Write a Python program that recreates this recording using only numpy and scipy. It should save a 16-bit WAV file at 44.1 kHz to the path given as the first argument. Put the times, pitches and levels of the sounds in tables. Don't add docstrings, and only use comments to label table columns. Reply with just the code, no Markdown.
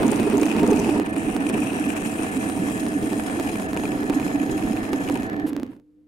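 import sys
import numpy as np
from scipy import signal
from scipy.fft import rfft, irfft, next_fast_len
from scipy.io import wavfile
from scipy.ndimage import uniform_filter1d

SR = 44100
rng = np.random.default_rng(int(sys.argv[2]) if len(sys.argv) > 2 else 0)


def generate_wav(sig):
    pcm = np.round(np.clip(np.atleast_2d(sig).T, -1, 1) * 32767).astype(np.int16)
    wavfile.write(sys.argv[1], SR, pcm)


N = 267687
TIME = np.arange(N) / SR
SKIPS_PER_S, SKIP_LEAD_S = 30, 0.0011
HUM_HZ = 301.5
BOOM_WIDTH_S = 0.0065

# time in seconds, level in dB.
RUMBLE_LEVEL = [(0, -21.5), (.8, -19.5), (1.0, -23), (1.06, -28.5), (1.45, -25), (1.9, -27), (2.2, -28.5),
                (2.5, -27), (3.2, -26), (3.7, -28), (3.98, -27), (4.15, -24.5), (4.9, -26.5), (5.3, -27.5),
                (5.6, -32.5), (5.76, -47), (5.85, -49)]
# time in seconds, load (positive in the heavy cut, negative when light or free).
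SPINDLE_LOAD = [(0, 0.14), (.95, 0.45), (1.1, -0.23), (5.2, -0.19), (5.4, -0.062), (5.55, -0.58),
                (5.8, 0.025)]
# time in seconds, position (0 at the rim, 1 near the centre).
TOOL_TRAVEL = [(0, 0.059), (1.3, 0.05), (2.3, 0.32), (3.3, 0.64), (4.2, 0.99), (5.3, 0.95)]
# Hz at the rim, Hz near the centre, width in Hz,
# gain in dB at the rim, gain in dB near the centre.
STEEL_MODES = [(3230, 3260, 100, -4.5, -8), (3930, 4090, 200, -7, -10), (4900, 5170, 410, -9, -8.5),
               (5860, 5750, 380, 2, -15), (6600, 6660, 330, -3.5, -4.5), (7510, 7600, 660, 6.5, -7.5),
               (8780, 8870, 320, 9.5, -4.5), (9260, 9800, 450, 7, -9), (10240, 10000, 270, -8, -16.5),
               (10200, 10800, 470, -2, -12.5), (11400, 11750, 460, -7.5, -11.5),
               (12750, 12700, 600, -7, -16)]
# frequency in Hz, width in Hz, gain in dB.
HOLDER_MODES = [(2455, 166, -1.5), (2564, 160, -0.5), (2756, 270, -5)]
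# frequency in Hz, gain in dB.
RATTLE_SPECTRUM = [(300, 8.5), (560, 4.5), (740, 8), (930, 4.5), (1150, 1), (1350, -1.5), (1850, -3.5),
                   (2200, -4.5), (3000, -10), (4200, -18), (8000, -30), (16000, -31.5)]
# crest in seconds, level in dB, frequency in Hz.
BED_BOOMS = [(.057, -13, 267), (.093, -12.5, 234), (.273, -18.5, 406), (.31, -17, 230), (.347, -18, 290),
             (.347, -15, 407), (.384, -14, 292), (.425, -11.5, 306), (.426, -17, 430), (.462, -14, 300),
             (.58, -16.5, 230), (.605, -14.5, 300), (0.641, -16.5, 223), (.641, -16, 410), (.671, -20, 283),
             (.715, -13.5, 285), (.725, -16, 416), (.767, -14, 276), (.894, -16.5, 317), (.917, -18, 284),
             (.991, -17.5, 306), (1.0, -17.5, 414), (1.013, -18.5, 302), (1.182, -17.5, 286),
             (1.285, -18, 302), (1.358, -14.5, 288), (1.418, -17, 275), (1.47, -15.5, 295),
             (1.809, -16.5, 281), (1.876, -16, 270), (2.376, -17, 274), (2.49, -20, 267),
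             (2.603, -20.5, 193), (2.691, -18.5, 292), (2.835, -17, 286), (2.961, -18, 292),
             (3.079, -18, 290), (3.376, -21, 314), (4.107, -16, 296), (4.171, -14, 286), (4.356, -15, 294),
             (4.417, -16.5, 286), (4.638, -17.5, 308), (4.712, -16, 224), (4.948, -20, 282),
             (5.109, -17, 288), (5.139, -15.5, 278), (5.391, -18, 298), (5.452, -14, 290),
             (5.531, -19, 293), (5.573, -19, 290), (5.633, -19, 272), (5.698, -29.5, 272)]


def headstock(lumps_db=1.5, lumps_per_s=30, gather_db=5):
    # frequency in Hz, width in Hz, gain in dB, added dB per unit load.
    bed_modes = [(100.3, 72, -14.5, -0.5), (170, 54, -16, -0.5), (221.2, 29.5, -3.5, 4.5),
                 (271.2, 17, -7, -12), (301.3, 31.2, -1, 0.5), (407, 62, -9, 6.5), (465, 82, -15.5, -8),
                 (618, 140, -23.5, 27), (909, 38, -28.5, 28)]
    # frequency in Hz, gain in dB.
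    thud_spectrum = [(15, -2), (40, -3.5), (90, 5), (250, 5), (500, -6), (650, -45.5), (1200, -31),
                     (3000, -42)]
    # time in seconds, level in dB.
    rattle_level = [(0, -30), (.95, -33.5), (1.1, -39), (1.4, -35.5), (2.6, -36.5), (2.9, -38.5),
                    (3.3, -36.5), (3.75, -39), (4.24, -36.5), (5.36, -39), (5.63, -48.5), (5.69, -52.5),
                    (5.76, -61), (5.85, -79)]
    (drone_db,), (rattle_db,) = curves(RUMBLE_LEVEL), curves(rattle_level)
    (load,), (inward,) = curves(SPINDLE_LOAD), curves(TOOL_TRAVEL)
    drone_db += cut_swell_db(heavy_db=2, light_db=0.5) + lumps_db * drift(lumps_per_s)
    drone_db -= np.minimum(bumps([(s, gather_db) for s, _, _ in BED_BOOMS], BOOM_WIDTH_S), gather_db)
    bed = sum(from_db(db + load_db * load) * unit_rms(bandpass(white(0.95), hz, width_hz))
              for hz, width_hz, db, load_db in bed_modes)
    thud = skipping(coloured(white(0.86), thud_spectrum))
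    thud_db = -12.5 + 5 * inward + 4 * np.minimum(load, 0)
    drone = steadied(bed + from_db(thud_db) * thud, window_s=0.072)
    teeth = white(0.025) * from_db(3 * drift(260))
    teeth = signal.sosfilt(signal.butter(2, 300, "high", fs=SR, output="sos"), teeth)
    rattle = coloured(teeth, RATTLE_SPECTRUM)
    return from_db(drone_db) * drone * pan(-3) + from_db(rattle_db + 1) * rattle * pan(-0.54)


def booms(gain_db=0.17):
    out = np.zeros(N)
    for (s, db, hz), phase in zip(BED_BOOMS, rng.uniform(0, 2 * np.pi, len(BED_BOOMS))):
        out += bumps([(s, from_db(db + gain_db))], BOOM_WIDTH_S) * sine(hz, TIME - s, phase)
    return out * pan(-4.5)


def gears(speed_waver=0.00051, flutter_db=1, clean_db=1.5, rough_db=-2):
    # time in seconds, turns per second.
    shaft_speed = [(0, 27.3), (.6, 26.8), (1.2, 27.42), (2.1, 27.2), (3.0, 27.02), (3.8, 26.99),
                   (5.1, 27.2), (5.45, 27.5)]
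    # shaft multiple (rounded in use), gain in dB, left over right in dB, right lead in radians.
    tones = [(4, -53.5, -1.5, -.5), (7, -41, -2, 0.75), (24, -41.5, 2, 1.15), (26, -50.5, 3, 3.3),
             (27, -46, -7, -0.07), (28, -47, -9, 0.3), (29, -55, -7, 3.8), (64.2, -44, 0, 3),
             (64, -46.5, -1.5, 3.5), (66.7, -51, -4.5, 4)]
    # time in seconds, level in dB.
    mesh_level = [(0, -10.5), (.9, -6.5), (1.15, -4), (5.45, -4), (5.48, -27), (5.65, -27), (5.8, -58)]
    shaft_hz = curves(shaft_speed)[0] * (1 + speed_waver * drift(24.7))
    angle = 2 * np.pi * np.cumsum(shaft_hz) / SR
    whine = np.zeros((2, N))
    for multiple, db, left_db, lead_rad in tones:
        tone = np.sqrt(2) * np.sin(round(multiple) * angle + np.array([[0], [lead_rad]]))
        whine += from_db(db + flutter_db * drift(36)) * tone * pan(left_db)
    whine = from_db(clean_db) * whine + from_db(rough_db) * skipping(whine)
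    return from_db(curves(mesh_level)[0]) * whine


def chip_grains(flakes_per_s=70, flake_db=9):
    grains = skipping(from_db(2 * drift(1400) + 1.37 * drift(90))[None])
    grains = unit_rms(steadied(grains, window_s=0.076))
    draws = rng.random((int(flakes_per_s * TIME[-1]), 2))
    flakes = bumps(draws * [TIME[-1], from_db(flake_db)], width_s=0.00026)
    return unit_rms(grains + flakes)


def cutting(chatter_db=2.5, waver_db=1.73, damping_db=2.5):
    # time in seconds, hiss level in dB, holder level in dB.
    cut_levels = [(0, -44.5, -40), (.55, -47, -39.5), (.92, -45.5, -39), (1.06, -49.5, -43),
                  (1.25, -46.5, -40), (1.75, -44, -38), (2.15, -43, -40.5), (2.6, -44, -43.5),
                  (3.0, -46.5, -46), (3.4, -46, -45), (4.0, -50, -48.5), (4.25, -49.5, -48.5),
                  (4.75, -49.5, -51), (5.25, -52.5, -49)]
    # time in seconds, drop of the hiss in dB.
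    slips = [(1.008, 9), (1.039, 35), (1.082, 11), (1.119, 14), (1.152, 13), (1.393, 13), (1.438, 9),
             (1.516, 12), (1.558, 7), (1.874, 10), (1.947, 20), (1.991, 8), (2.027, 9), (2.307, 12),
             (2.388, 14), (3.315, -3), (3.678, 17), (3.758, 8), (4.114, 10), (4.197, 9), (4.375, 4),
             (4.474, 4), (4.816, 5), (4.911, 12), (4.994, 8)]
    # frequency in Hz, gain in dB.
    shear_spectrum = [(1200, 2.5), (2500, 10), (4500, -12), (8000, -7.5), (11000, 2.5), (13500, -7),
                      (16000, -8.5)]
    hiss_db, holder_db = curves(cut_levels)
    slip_db = bumps(slips, width_s=0.0052)
    hiss_db += 0.77 + cut_swell_db(heavy_db=-1.5, light_db=1.5) - slip_db
    holder_db += -3.1 + cut_swell_db(heavy_db=-2, light_db=1) + chatter_db * drift(130) - slip_db / 2
    inward, load = curves(TOOL_TRAVEL)[0], np.maximum(curves(SPINDLE_LOAD)[0], 0)
    grains = chip_grains()
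    scrapes = [white(0.33) * grains for _ in range(2)]
    steel = 0
    for k, (rim_hz, centre_hz, width_hz, rim_db, centre_db) in enumerate(STEEL_MODES):
        ring = gliding_bandpass(scrapes[k % 2], rim_hz + (centre_hz - rim_hz) * inward, width_hz)
        ring_db = rim_db + (centre_db - rim_db) * inward + waver_db * drift(22)
        steel += from_db(ring_db) * unit_rms(ring)
    steel = from_db(-damping_db * load) * steadied(steel, window_s=0.51)
    strain = from_db(1) * load * unit_rms(bandpass(scrapes[0], hz=5300, width_hz=1700))
    shear = from_db(-4.5 + 3 * inward) * coloured(white(0.24) * grains, shear_spectrum)
    holder = unit_rms(sum(from_db(db) * bandpass(white(0.061) * grains, hz, width_hz)
                          for hz, width_hz, db in HOLDER_MODES))
    hiss = (steel + strain) * pan(10.15) + shear * pan(3.3)
    contact = np.interp(TIME, [5.25, 5.29], [1, 0])
    return contact * (from_db(hiss_db) * hiss + from_db(holder_db) * holder * pan(5.2))


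def crunches(tick_db=31, grit_db=13, width_s=0.00176, steel_db=-10, housing_db=-12):
    # time in seconds, level in dB.
    breaks = [(0.433, -27), (.514, -26), (.592, -29.5), (.77, -30), (.844, -29.5), (0.892, -30),
              (1.0611, -32.5), (1.284, -33.5), (1.466, -27.5), (1.543, -31), (1.8854, -38), (1.9016, -28),
              (1.9643, -30), (3.131, -39), (3.196, -31.5), (3.297, -30.5), (3.473, -31.5), (3.4905, -30.5),
              (3.5552, -30), (3.7717, -27), (3.835, -30.5), (3.853, -29), (3.917, -32.5), (4.103, -33),
              (4.134, -36), (4.197, -35), (4.2151, -36), (4.227, -37), (4.279, -32.5), (4.358, -36),
              (4.398, -32), (4.416, -35), (4.493, -37), (4.5778, -33), (4.594, -39), (4.624, -33.5),
              (4.635, -38), (4.662, -45), (4.72, -35.5), (4.77, -33.5), (4.851, -34), (4.934, -33.5),
              (4.984, -39), (5.015, -37), (5.0757, -33), (5.087, -29.5), (5.154, -31.5), (5.173, -35.5),
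              (5.221, -36.5)]
    envelope = bumps([(s + width_s, from_db(db + grit_db)) for s, db in breaks], width_s)
    grit = envelope * white(0.088) * from_db(drift(740))
    for s, db in breaks:
        grit[:, int((s + width_s / 2) * SR)] += from_db(db + tick_db)
    holder = sum(from_db(db) * bandpass(grit, hz, width_hz) for hz, width_hz, db in HOLDER_MODES)
    steel = sum(from_db(db + steel_db) * bandpass(grit, hz, width_hz)
                for _, hz, width_hz, _, db in STEEL_MODES)
    housing = from_db(housing_db) * envelope * coloured(white(0.2), RATTLE_SPECTRUM)
    return holder * pan(3.3) + steel * pan(7.7) + housing


def knocks(gain_db=1, attack_s=0.0021, decay_s=0.01, clatter_db=-10):
    # start in seconds, level in dB.
    jolts = [(0.039, -22), (0.077, -21), (0.121, -16.5), (0.196, -21), (0.267, -23), (0.338, -23),
             (0.377, -18.5), (0.417, -21), (0.563, -23.5), (0.633, -14), (0.718, -14), (0.76, -24),
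             (0.867, -21.5), (0.887, -16.5), (0.956, -21), (0.994, -25), (1.362, -28), (1.506, -27.5),
             (1.545, -24), (2.573, -24.5), (3.113, -24.5), (3.399, -23), (3.488, -21), (3.763, -21.5),
             (3.835, -21), (3.924, -27), (4.03, -26), (4.1, -22), (4.132, -30), (4.931, -19.5),
             (5.005, -24.5), (5.094, -20.5), (5.156, -21.5)]
    # frequency in Hz, spread between knocks in Hz, gain in dB.
    housing_modes = [(402.5, 34, 1.5), (485, 40, -4), (742, 54, -8), (916, 60, -7.5), (1142, 90, -19)]
    lowpass = signal.butter(2, 3000, fs=SR, output="sos")
    clatter = from_db(clatter_db) * signal.sosfilt(lowpass, coloured(white(0.1), RATTLE_SPECTRUM))
    out = np.zeros((2, N))
    for s, db in jolts:
        near = span(s, s + 8 * decay_s)
        age_s = TIME[near] - s
        draws = rng.uniform(-1.1, 1, (len(housing_modes), 2))
        clank = sum(from_db(mode_db) * sine(hz + spread_hz * detune, age_s, np.pi * phase)
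                    for (hz, spread_hz, mode_db), (detune, phase) in zip(housing_modes, draws))
        envelope = np.exp(-age_s / decay_s) - np.exp(-age_s / attack_s)
        out[:, near] += from_db(db + gain_db) * envelope * (clank + clatter[:, near])
    return out * pan(-1.3)


def chip_snaps(ping_db=2, ping_s=0.00069, squeak_db=18):
    # start in seconds, level in dB, ping frequency in Hz.
    snaps = [(0.0667, -38, 6400), (0.0806, -36.5, 7000), (0.1155, -29.5, 8600), (0.159, -38, 6200),
             (0.371, -35.5, 6270), (0.38, -37, 6800), (0.414, -32.5, 6540), (0.428, -47, 7200),
             (0.456, -36.5, 6400), (0.491, -41, 6150), (0.6646, -38, 6340), (0.676, -36, 6870),
             (0.7064, -38, 6250), (0.7123, -34, 6100), (0.7617, -36.5, 6950), (0.7922, -37.5, 6330),
             (0.798, -35, 5800)]
    # start in seconds, level in dB.
    edge_squeaks = [(0.035, -48), (0.048, -52), (0.0809, -48), (0.1211, -47), (0.3, -51), (0.3331, -44),
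                    (0.352, -51), (0.38, -48), (0.3875, -50), (0.4194, -46), (0.428, -48), (0.6434, -50),
                    (0.711, -49), (0.75, -51)]
    pings, noise = np.zeros(N), white(0.17)
    age_s = np.arange(int(0.03 * SR)) / SR
    ping_envelope = age_s / ping_s * np.exp(1 - age_s / ping_s)
    for s, db, hz in snaps:
        start = int(s * SR)
        pings[start:start + len(age_s)] += from_db(db + ping_db) * ping_envelope * sine(hz, age_s)
    crack_envelope = sum(from_db(db) * burst(s, decay_s=0.0026) for s, db, _ in snaps)
    cracks = crack_envelope * unit_rms(bandpass(noise, hz=6500, width_hz=6000))
    squeak_envelope = sum(from_db(db + squeak_db) * burst(s, decay_s=0.0025) for s, db in edge_squeaks)
    squeaks = bandpass(squeak_envelope * noise, hz=14100, width_hz=250)
    return (pings + cracks + squeaks) * pan(14.7)


def scratches(gain_db=-1.5, narrowing=0.66):
    # crest in seconds, level in dB.
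    drags = [(2.072, -39), (2.803, -37), (3.268, -37.5), (4.148, -39.5), (4.157, -43), (4.249, -41),
             (4.282, -41), (4.516, -38.5), (4.58, -42), (5.04, -41.5), (5.124, -41)]
    rub = white(0.27)
    ring = unit_rms(sum(from_db(db) * unit_rms(bandpass(rub, hz, narrowing * width_hz))
                        for _, hz, width_hz, _, db in STEEL_MODES))
    return bumps([(s, from_db(db + gain_db)) for s, db in drags], width_s=0.0042) * ring * pan(7.7)


def thumps(gain_db=-3, hz=48, width_s=0.0061):
    # centre in seconds, level in dB.
    swings = [(1.27, -29), (1.335, -29), (1.87, -40), (2.03, -34), (3.33, -37), (3.73, -40), (4.13, -30),
              (4.37, -36), (4.53, -34.5), (4.585, -40), (4.65, -28), (4.75, -35), (4.83, -29.5),
              (4.93, -34)]
    out = sum(bumps([(s, from_db(db + gain_db))], width_s) * sine(hz, TIME - s) for s, db in swings)
    return out * pan(-3.3)


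def skip_clicks(step_db=10, settle_s=0.0066, faint_db=-16.5, spread_db=11):
    # approximate time in seconds, level in dB.
    loud_clicks = [(0.03, -24.5), (0.2, -23), (0.33, -30), (0.43, -21), (0.565, -24.5), (0.6, -26),
                   (0.63, -25), (0.73, -25), (0.9, -26.5), (1.0, -25), (1.165, -30.5), (1.365, -23.5),
                   (1.5, -24.5), (1.73, -28.5), (1.865, -30.5), (2.5, -25.5), (2.865, -28), (3.13, -27),
                   (3.4, -23), (3.6, -28), (3.73, -25.5), (3.765, -28), (3.8, -29), (4.03, -30),
                   (4.1, -22.5), (4.2, -28.5), (4.265, -29), (4.43, -33), (4.765, -29.5), (4.93, -21.5),
                   (5.1, -24), (5.23, -30), (5.3, -31.5), (5.33, -39), (5.365, -37.5), (5.53, -33.5),
                   (5.565, -28), (5.6, -35), (5.63, -31.5), (5.665, -46)]
    age_s = (np.arange(-600, 600) + 0.5) / SR
    step = np.sign(age_s) * np.exp(-np.abs(age_s) / settle_s) * np.cos(2 * np.pi * HUM_HZ * age_s) / 2
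    skips_s = np.arange(1, int(RUMBLE_LEVEL[-1][0] * SKIPS_PER_S)) / SKIPS_PER_S - SKIP_LEAD_S
    levels_db = np.interp(skips_s, *np.transpose(RUMBLE_LEVEL)) + faint_db
    levels_db += rng.uniform(-spread_db, spread_db, len(skips_s))
    for s, db in loud_clicks:
        levels_db[np.argmin(np.abs(skips_s - s))] = db
    out = np.zeros(N)
    for s, db, sign in zip(skips_s, levels_db, rng.choice([-1, 1], len(skips_s))):
        start = int(s * SR) - len(step) // 2
        out[start:start + len(step)] += sign * from_db(db + step_db) * step
    return out * pan(-5.5)


def wind_down(puff_db=-46, rub_db=-66):
    # frequency in Hz, gain in dB.
    hiss_spectrum = [(1000, -9.5), (3000, 2.5), (6000, -7), (10000, -0.5), (12500, 0.5), (14500, -15),
                     (16000, -17.5)]
    puff = from_db(puff_db) * np.interp(TIME, [5.464, 5.467, 5.497, 5.505], [0, 1, 1, 0])
    rub = from_db(rub_db) * np.interp(TIME, [5.69, 5.71, 5.75, 5.79], [0.05, 0.67, 0.35, 0.05])
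    return (puff + rub) * coloured(white(0.98), hiss_spectrum)


def shop(hum_db=-56.5, room_db=-62.5):
    # frequency in Hz, gain in dB.
    room_spectrum = [(18, -57.5), (30, -15.5), (245, -11.5), (303, -5), (355, -17.5), (499, -14),
                     (569, -30.5), (962, -37), (13700, -58), (16000, -62)]
    hum = np.sqrt(2) * from_db(hum_db) * sine(HUM_HZ, TIME) * pan(-1)
    return hum + from_db(room_db) * coloured(white(0.55), room_spectrum)


def cut_swell_db(heavy_db, light_db, heavy_hz=3.16, light_hz=2.6, heavy_until_s=1):
    heavy = heavy_db * np.cos(2 * np.pi * heavy_hz * (TIME - 0.033))
    light = light_db * np.cos(2 * np.pi * light_hz * (TIME - 0.043))
    return np.where(TIME < heavy_until_s, heavy, light)


def skipping(x, join_s=0.0017):
    slot, part = np.divmod((TIME + SKIP_LEAD_S) * SKIPS_PER_S, 1)
    slot, n = slot.astype(int), np.arange(N)
    ahead = rng.integers(0, N, slot[-1] + 2)
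    blend = np.sin(np.pi / 2 * np.clip(part / SKIPS_PER_S / join_s, 0, 1)) ** 2
    return (1 - blend) * x[:, (n + ahead[slot]) % N] + blend * x[:, (n + ahead[slot + 1]) % N]


def white(correlation):
    mid, side = rng.standard_normal((2, N))
    return unit_rms(np.sqrt(1 + correlation) * mid + np.sqrt(1 - correlation) * side * [[1], [-1]])


def drift(per_s):
    knots = rng.standard_normal(int(TIME[-1] * per_s) + 3)
    return unit_rms(np.interp(TIME * per_s, np.arange(len(knots)), knots))


def coloured(x, spectrum):
    hz, db = np.transpose(spectrum)
    size = next_fast_len(N)
    bins_hz = np.maximum(np.arange(size // 2 + 1) * SR / size, 1)
    gain = from_db(np.interp(np.log(bins_hz), np.log(hz), db))
    return unit_rms(irfft(rfft(x, size) * gain, size)[..., :N])


def bandpass(x, hz, width_hz):
    r = np.exp(-np.pi * width_hz * np.pi / 2 / SR)
    b, a = np.array([1, 0, -1]) * (1 - r * r) / 2, [1, -2 * r * np.cos(2 * np.pi * hz / SR), r * r]
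    for _ in range(2):
        x = signal.lfilter(b, a, x + 1e-18)
    return x


def gliding_bandpass(x, hz, width_hz):
    carrier = np.exp(2j * np.pi * np.cumsum(hz) / SR)
    r = np.exp(-np.pi * width_hz * np.pi / 2 / SR)
    return (carrier * signal.lfilter([(1 - r) ** 2], [1, -2 * r, r * r], x * carrier.conj())).real


def steadied(x, window_s):
    return x / np.sqrt(uniform_filter1d(np.mean(x ** 2, axis=0), int(window_s * SR)) + 1e-12)


def bumps(rows, width_s):
    out = np.zeros(N)
    for s, height in rows:
        near = span(s - 4 * width_s, s + 4 * width_s)
        out[near] += height * np.exp(-((TIME[near] - s) / width_s) ** 2 / 2)
    return out


def burst(start_s, decay_s):
    age_s = TIME - start_s
    return (age_s >= 0) * np.exp(-np.clip(age_s / decay_s, 0, 20))


def curves(rows):
    s, *columns = np.transpose(rows)
    return [np.interp(TIME, s, column) for column in columns]


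def span(start_s, end_s):
    return slice(*np.searchsorted(TIME, [start_s, end_s]))


def sine(hz, time_s, phase_rad=0):
    return np.sin(2 * np.pi * hz * time_s + phase_rad)


def pan(left_db):
    return from_db(np.array([[0.5], [-0.5]]) * left_db)


def from_db(db):
    return 10 ** (np.asarray(db) / 20)


def unit_rms(x):
    return x / np.sqrt(np.mean(x ** 2) + 1e-20)


def scene():
    turning = np.interp(TIME, [5.78, 5.84], [1, 0])
    machine = turning * headstock() + booms() + thumps() + gears()
    cut = cutting() + scratches() + crunches() + knocks() + chip_snaps()
    return machine + cut + skip_clicks() + wind_down() + shop()


def record(dry):
    cutoff_hz = 15750
    return signal.sosfilt(signal.ellip(10, 0.1, 80, cutoff_hz, fs=SR, output="sos"), dry)


dry = scene()
out = record(dry)
generate_wav(out)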